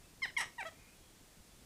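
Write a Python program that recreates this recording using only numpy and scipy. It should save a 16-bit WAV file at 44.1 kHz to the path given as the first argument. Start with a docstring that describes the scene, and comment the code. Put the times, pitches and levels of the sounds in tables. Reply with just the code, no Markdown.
"""Jackdaws squabble over food on a lawn: two sharp calls, then two softer, lower ones.
Voice-box pulses ring the throat; the sharp calls fall in pitch and break into a rasp.
Wingbeats push soft puffs of air, and the garden throws back short echoes.
A songbird whistles far away over faint hiss and a low outdoor rumble."""
import sys
import numpy as np
from scipy import signal
from scipy.fft import rfft, irfft
from scipy.io import wavfile
from scipy.ndimage import uniform_filter1d

SR = 44100
rng = np.random.default_rng(int(sys.argv[2]) if len(sys.argv) > 2 else 0)


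def to_wav(s):
    """Save 16-bit WAV."""
    ch = np.atleast_2d(s).T  # columns
    pcm = np.round(np.clip(ch, -1, 1) * 32767)  # PCM
    wavfile.write(sys.argv[1], SR, pcm.astype(np.int16))


N = 72765
BAND_LIMIT_HZ = 15550

# Outdoor noise spectrum: freq_hz, gain_db
AIR_SPECTRUM = [(12, -27), (22, 1.5), (34, -1), (50, -3.5), (75, -5.5), (110, -7), (200, -9), (300, -11.5),
                (400, -14.5), (550, -17), (1250, -21.5), (1900, -22), (3300, -23), (8600, -23),
                (12000, -28.5), (15400, -31)]
# Songbird notes: start_s, length_s, from_hz, to_hz, blur_hz, level_db
WHISTLE_NOTES = [(0, .11, 2630, 2630, 16, -76), (.70, .29, 2334, 2540, 120, -73),
                 (.73, 0.24, 2134, 2130, 86, -75.5), (0.931, 0.328, 3350, 3200, 23, -81.5),
                 (1.483, 0.15, 3480, 3450, 30, -79)]
# Call contours: time_s, pitch_hz, level_db, roughness (0-1), treble_db, fundamental_db
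SHARP_CONTOUR = [(.2185, 1100, -45, 0.09, -19, 4.5), (.231, 1052, -32.5, 0, -1, -5.5),
                 (.241, 1005, -36, 0, 10.5, -4), (.251, 919.4, -36.5, 0.11, -14, -0.5),
                 (.258, 804, -38.5, .2, -22, 10), (.265, 644, -52, 0.31, -12, -15)]
HARSH_CONTOUR = [(.3655, 1116, -37, 0.016, -49, -24), (.374, 1070, -27.5, 0.015, -24, -13.5),
                 (.379, 985.5, -37, 0.022, 7, -2.5), (.389, 922, -34.5, 0.094, 3, 1.5),
                 (.394, 932.6, -41.5, 0.39, 14, -6), (.401, 982.5, -35, 0.21, -3, -0.5),
                 (.412, 849, -35, 0.35, 6.5, -2), (.422, 764.5, -40.5, 0.27, 1, -5.5),
                 (.430, 629, -40, 0.52, -3, -4), (.440, 569, -47, 0.31, -12, 7.5),
                 (.445, 527, -40.5, 0.61, -1, 9)]
SOFT_CONTOUR = [(.581, 972, -47, .03, -15, 6.5), (.592, 944, -41, 0.019, -17, -2),
                (.603, 865, -43, 0.099, 2.5, 4.5), (.613, 760, -39.5, 0.17, 4.5, 1.5),
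                (.620, 777, -46.5, 0.29, -19, -12), (.627, 730, -44.5, 0.24, -17, -7),
                (.632, 625, -34.5, 0.15, -3, 7)]
NASAL_CONTOUR = [(.650, 597, -51, 0.1, -25, -2), (.657, 643, -43.5, 0.064, -10, -1.7),
                 (.671, 669.3, -45.5, .04, 10, 0.55), (.682, 643, -50, .04, 7, -0.97),
                 (.690, 610, -50, .06, -10, 0.78), (.694, 570, -52, 0.1, -4, 0.69)]
# Throat response, beak wide open: freq_hz, gain_db
SHARP_FORMANTS = [(300, -50), (600, -24.5), (900, -16.5), (1080, -10.5), (1300, -6), (1600, -5.5),
                  (1850, 5.5), (2130, 3), (2550, -17), (3030, -5.5), (3250, -14), (3550, -7.5), (4100, -13),
                  (4600, -25.5), (5250, -9.5), (6900, -37.5), (8100, -23.5), (9300, -40), (15000, -55)]
HARSH_FORMANTS = [(300, -32.5), (560, -18.5), (720, -2), (900, -5.5), (1270, -4), (1480, -13.5),
                  (1850, 1.5), (2130, 0.5), (2600, -11.5), (3000, -8.5), (3280, -12), (3600, -19.5),
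                  (3950, -14), (4600, -28.5), (5300, -13), (6150, -19), (7300, -30), (8100, -14.5),
                  (8650, -20), (9400, -24.5), (10300, -20.5), (11300, -26), (13500, -47)]
# Throat response, beak nearly shut: freq_hz, gain_db
SOFT_FORMANTS = [(300, -14), (620, -5), (900, -0.5), (1250, -15), (1550, -1), (1900, 1.5), (2330, 2),
                 (2600, -2), (2850, -10.5), (3200, -19), (3800, -13), (4400, -22.5), (7200, -27),
                 (8100, -17.5), (9500, -27), (15000, -51)]
NASAL_FORMANTS = [(300, -21), (620, 0), (950, -6), (1320, -3), (1630, 5), (1950, -3.5), (2620, -14),
                  (3350, -10.5), (4200, -23.5), (7200, -26.5), (8050, -27), (9000, -39), (15000, -44)]
# Reflections off the ground and nearby things: delay_s, gain_db
EARLY_ECHOES = [(.0042, -19.5), (.0077, -17), (.0195, -26)]
# Scatter from shrubs: freq_hz, gain_db
SHRUB_SPECTRUM = [(300, -11.5), (1000, -12), (2000, -14.5), (4000, -6), (8000, -5.5), (14000, -28)]
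# Wingbeats of the scuffle: peak_s, level_db
WING_BEATS = [(0.259, -55.5), (.316, -63.5), (0.419, -56), (.465, -58), (.510, -69), (0.639, -55.5),
              (0.667, -60), (0.726, -61.5)]
# Air puff of a wing: freq_hz, gain_db
WING_SPECTRUM = [(40, -7), (110, 1), (190, -4.5), (400, -5.5), (800, -5), (3000, -26), (15000, -28)]
# Far reflection: freq_hz, gain_db
FAR_ECHO_SPECTRUM = [(700, -31.5), (1100, -11.5), (2000, -18), (3100, -10.5), (5300, -17), (8000, -26),
                     (14000, -32)]


def amp(db):
    """Decibels to gain."""
    return 10 ** (np.asarray(db) / 20)


def unit_rms(x):
    """Scale to rms 1."""
    return x / np.sqrt(np.mean(x ** 2) + 1e-20)


def add(mix, start_s, sound):
    """Mix a sound in at start_s."""
    part = mix[max(round(start_s * SR), 0):][:len(sound)]
    part += sound[:len(part)]


def wander(n, rate_hz):
    """Smooth random curve, rms 1, rolling off at rate_hz."""
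    freq_hz = np.fft.rfftfreq(N, 1 / SR)
    spectrum = rfft(rng.standard_normal(N)) * np.exp(-(freq_hz / rate_hz) ** 2)
    return unit_rms(irfft(spectrum, N))[:n]


def colour(x, spectrum, size=4096):
    """Minimum-phase filter through (freq_hz, gain_db) points."""
    freq_hz, gain_db = np.transpose(spectrum)
    bin_hz = abs(np.fft.fftfreq(size, 1 / SR))
    log_gain = np.log(amp(np.interp(np.log(bin_hz + 1), np.log(freq_hz), gain_db)))
    taps = np.fft.ifft(np.exp(np.conj(signal.hilbert(log_gain)))).real[:size // 2]
    return signal.fftconvolve(x, taps)[:len(x)]


def lowpass(x, cutoff_hz):
    """Zero-phase low-pass."""
    return signal.sosfiltfilt(signal.butter(2, cutoff_hz, fs=SR, output="sos"), x)


def outdoor_air(level_db=-61, swell_db=1.8):
    """Steady hiss over a gently swelling rumble."""
    noise = unit_rms(colour(rng.standard_normal(N + SR), AIR_SPECTRUM)[SR:])
    rumble = lowpass(noise, cutoff_hz=406)
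    hiss = noise - rumble
    swell = amp(-swell_db * wander(N, rate_hz=30))
    return amp(level_db) * (hiss + rumble * swell)


def songbird():
    """Faint gliding whistles, blurred by distance."""
    out = np.zeros(N)
    for start_s, length_s, from_hz, to_hz, blur_hz, level_db in WHISTLE_NOTES:
        n = round(length_s * SR)
        glide = np.exp(2j * np.pi * np.cumsum(np.linspace(from_hz, to_hz, n)) / SR)
        blur = wander(n, blur_hz) + 1j * wander(n, blur_hz)
        whistle = (glide * blur).real * signal.windows.tukey(n, .5)
        add(out, start_s, amp(level_db) * unit_rms(whistle))
    return out


def voice_box(pitch_hz, roughness, flutter_hz=450, smear_rad=0.219, puff_cycles=0.35):
    """Pulse train; with roughness it grows unsteady and breathy and drops an octave."""
    n = len(pitch_hz)
    jitter = np.exp(0.0854 * roughness * wander(n, flutter_hz))
    cycles = np.cumsum(pitch_hz * jitter) / SR
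    k = np.arange(1, 31)[:, None]
    # Higher overtones lag more, spreading each pulse over its cycle.
    harmonics = np.cos(2 * np.pi * k * cycles - smear_rad * k ** 2)
    subharmonics = np.cos(2 * np.pi * (k - .5) * cycles - smear_rad * (k - .5) ** 2)
    doubling = np.clip((roughness - 0.21) / 0.089, 0, 1)  # at 1, every other pulse is gone
    band_gain = (k * pitch_hz < BAND_LIMIT_HZ) * np.sqrt(pitch_hz / BAND_LIMIT_HZ)
    puffs = unit_rms(np.exp(-(cycles % 1) / puff_cycles) * rng.standard_normal(N)[:n])
    shimmer = np.exp(.35 * roughness * wander(n, flutter_hz))
    pulses = ((harmonics + doubling * subharmonics) * band_gain).sum(axis=0) * shimmer
    fundamental = harmonics[0] * band_gain[0] * shimmer
    return fundamental, pulses - fundamental + .45 * roughness * puffs


def jackdaw(contour, formants, attack_s=0.0019, release_s=0.0015):
    """One call: voice-box pulses ring the throat."""
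    time_s, *columns = np.transpose(contour)
    t = np.arange(time_s[0], time_s[-1], 1 / SR)
    pitch_hz, level_db, roughness, treble_db, fundamental_db = (np.interp(t, time_s, c) for c in columns)
    fundamental, buzz = voice_box(pitch_hz, roughness)
    voice = colour(amp(fundamental_db) * fundamental + buzz, formants)
    body = lowpass(voice, cutoff_hz=3820)
    voice = body + amp(treble_db) * (voice - body)
    power = uniform_filter1d(uniform_filter1d(voice ** 2, size=200), size=200)
    gate = np.clip(np.minimum((t - t[0]) / attack_s, (t[-1] - t) / release_s), 0, 1)
    out = np.zeros(N)
    add(out, t[0], voice / np.sqrt(power + 1e-12) * amp(level_db) * gate)
    return out


def garden(sound, rise_s=0.0067, shrub_t60_s=0.24, tree_t60_s=1.0, tree_db=-28):
    """Early echoes, short scatter from shrubs, faint tail from far trees."""
    t = np.arange(SR) / SR
    scatter = rng.standard_normal((2, SR)) * (1 - np.exp(-t / rise_s))
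    shrubs = scatter[0] * amp(-60 * t / shrub_t60_s)
    trees = scatter[1] * amp(-60 * t / tree_t60_s)
    response = colour(shrubs / np.linalg.norm(shrubs), SHRUB_SPECTRUM)
    response += amp(tree_db) * trees / np.linalg.norm(trees)
    for delay_s, gain_db in EARLY_ECHOES:
        add(response, delay_s, amp([gain_db]))
    return signal.fftconvolve(sound, response)[:N]


def wings(half_width_s=0.015):
    """Each wingbeat pushes a soft, low puff of air."""
    t = np.arange(N) / SR
    push = sum(amp(db) * np.exp(-((t - peak_s) / half_width_s) ** 2) for peak_s, db in WING_BEATS)
    return push * unit_rms(colour(rng.standard_normal(N), WING_SPECTRUM))


def far_echo(calls, delay_s=.0472, send_db=(0, -3, -5, -11)):
    """One clear reflection; each call reaches it more weakly as the birds turn."""
    out = np.zeros(N)
    add(out, delay_s, colour(amp(send_db) @ calls, FAR_ECHO_SPECTRUM))
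    return out


def scene():
    """Four calls with echoes, wingbeats and background; mono."""
    calls = np.array([
        jackdaw(SHARP_CONTOUR, SHARP_FORMANTS),
        jackdaw(HARSH_CONTOUR, HARSH_FORMANTS),
        jackdaw(SOFT_CONTOUR, SOFT_FORMANTS),
        jackdaw(NASAL_CONTOUR, NASAL_FORMANTS),
    ])
    direct = calls.sum(axis=0)
    mix = direct + garden(direct) + wings() + far_echo(calls) + songbird() + outdoor_air()
    return mix[None]


def record(dry):
    """Steep low-pass at the band limit."""
    taps = signal.firwin(511, BAND_LIMIT_HZ, window=("kaiser", 9), fs=SR)
    return signal.oaconvolve(dry, taps[None], "same")


dry = scene()
out = record(dry)
to_wav(out)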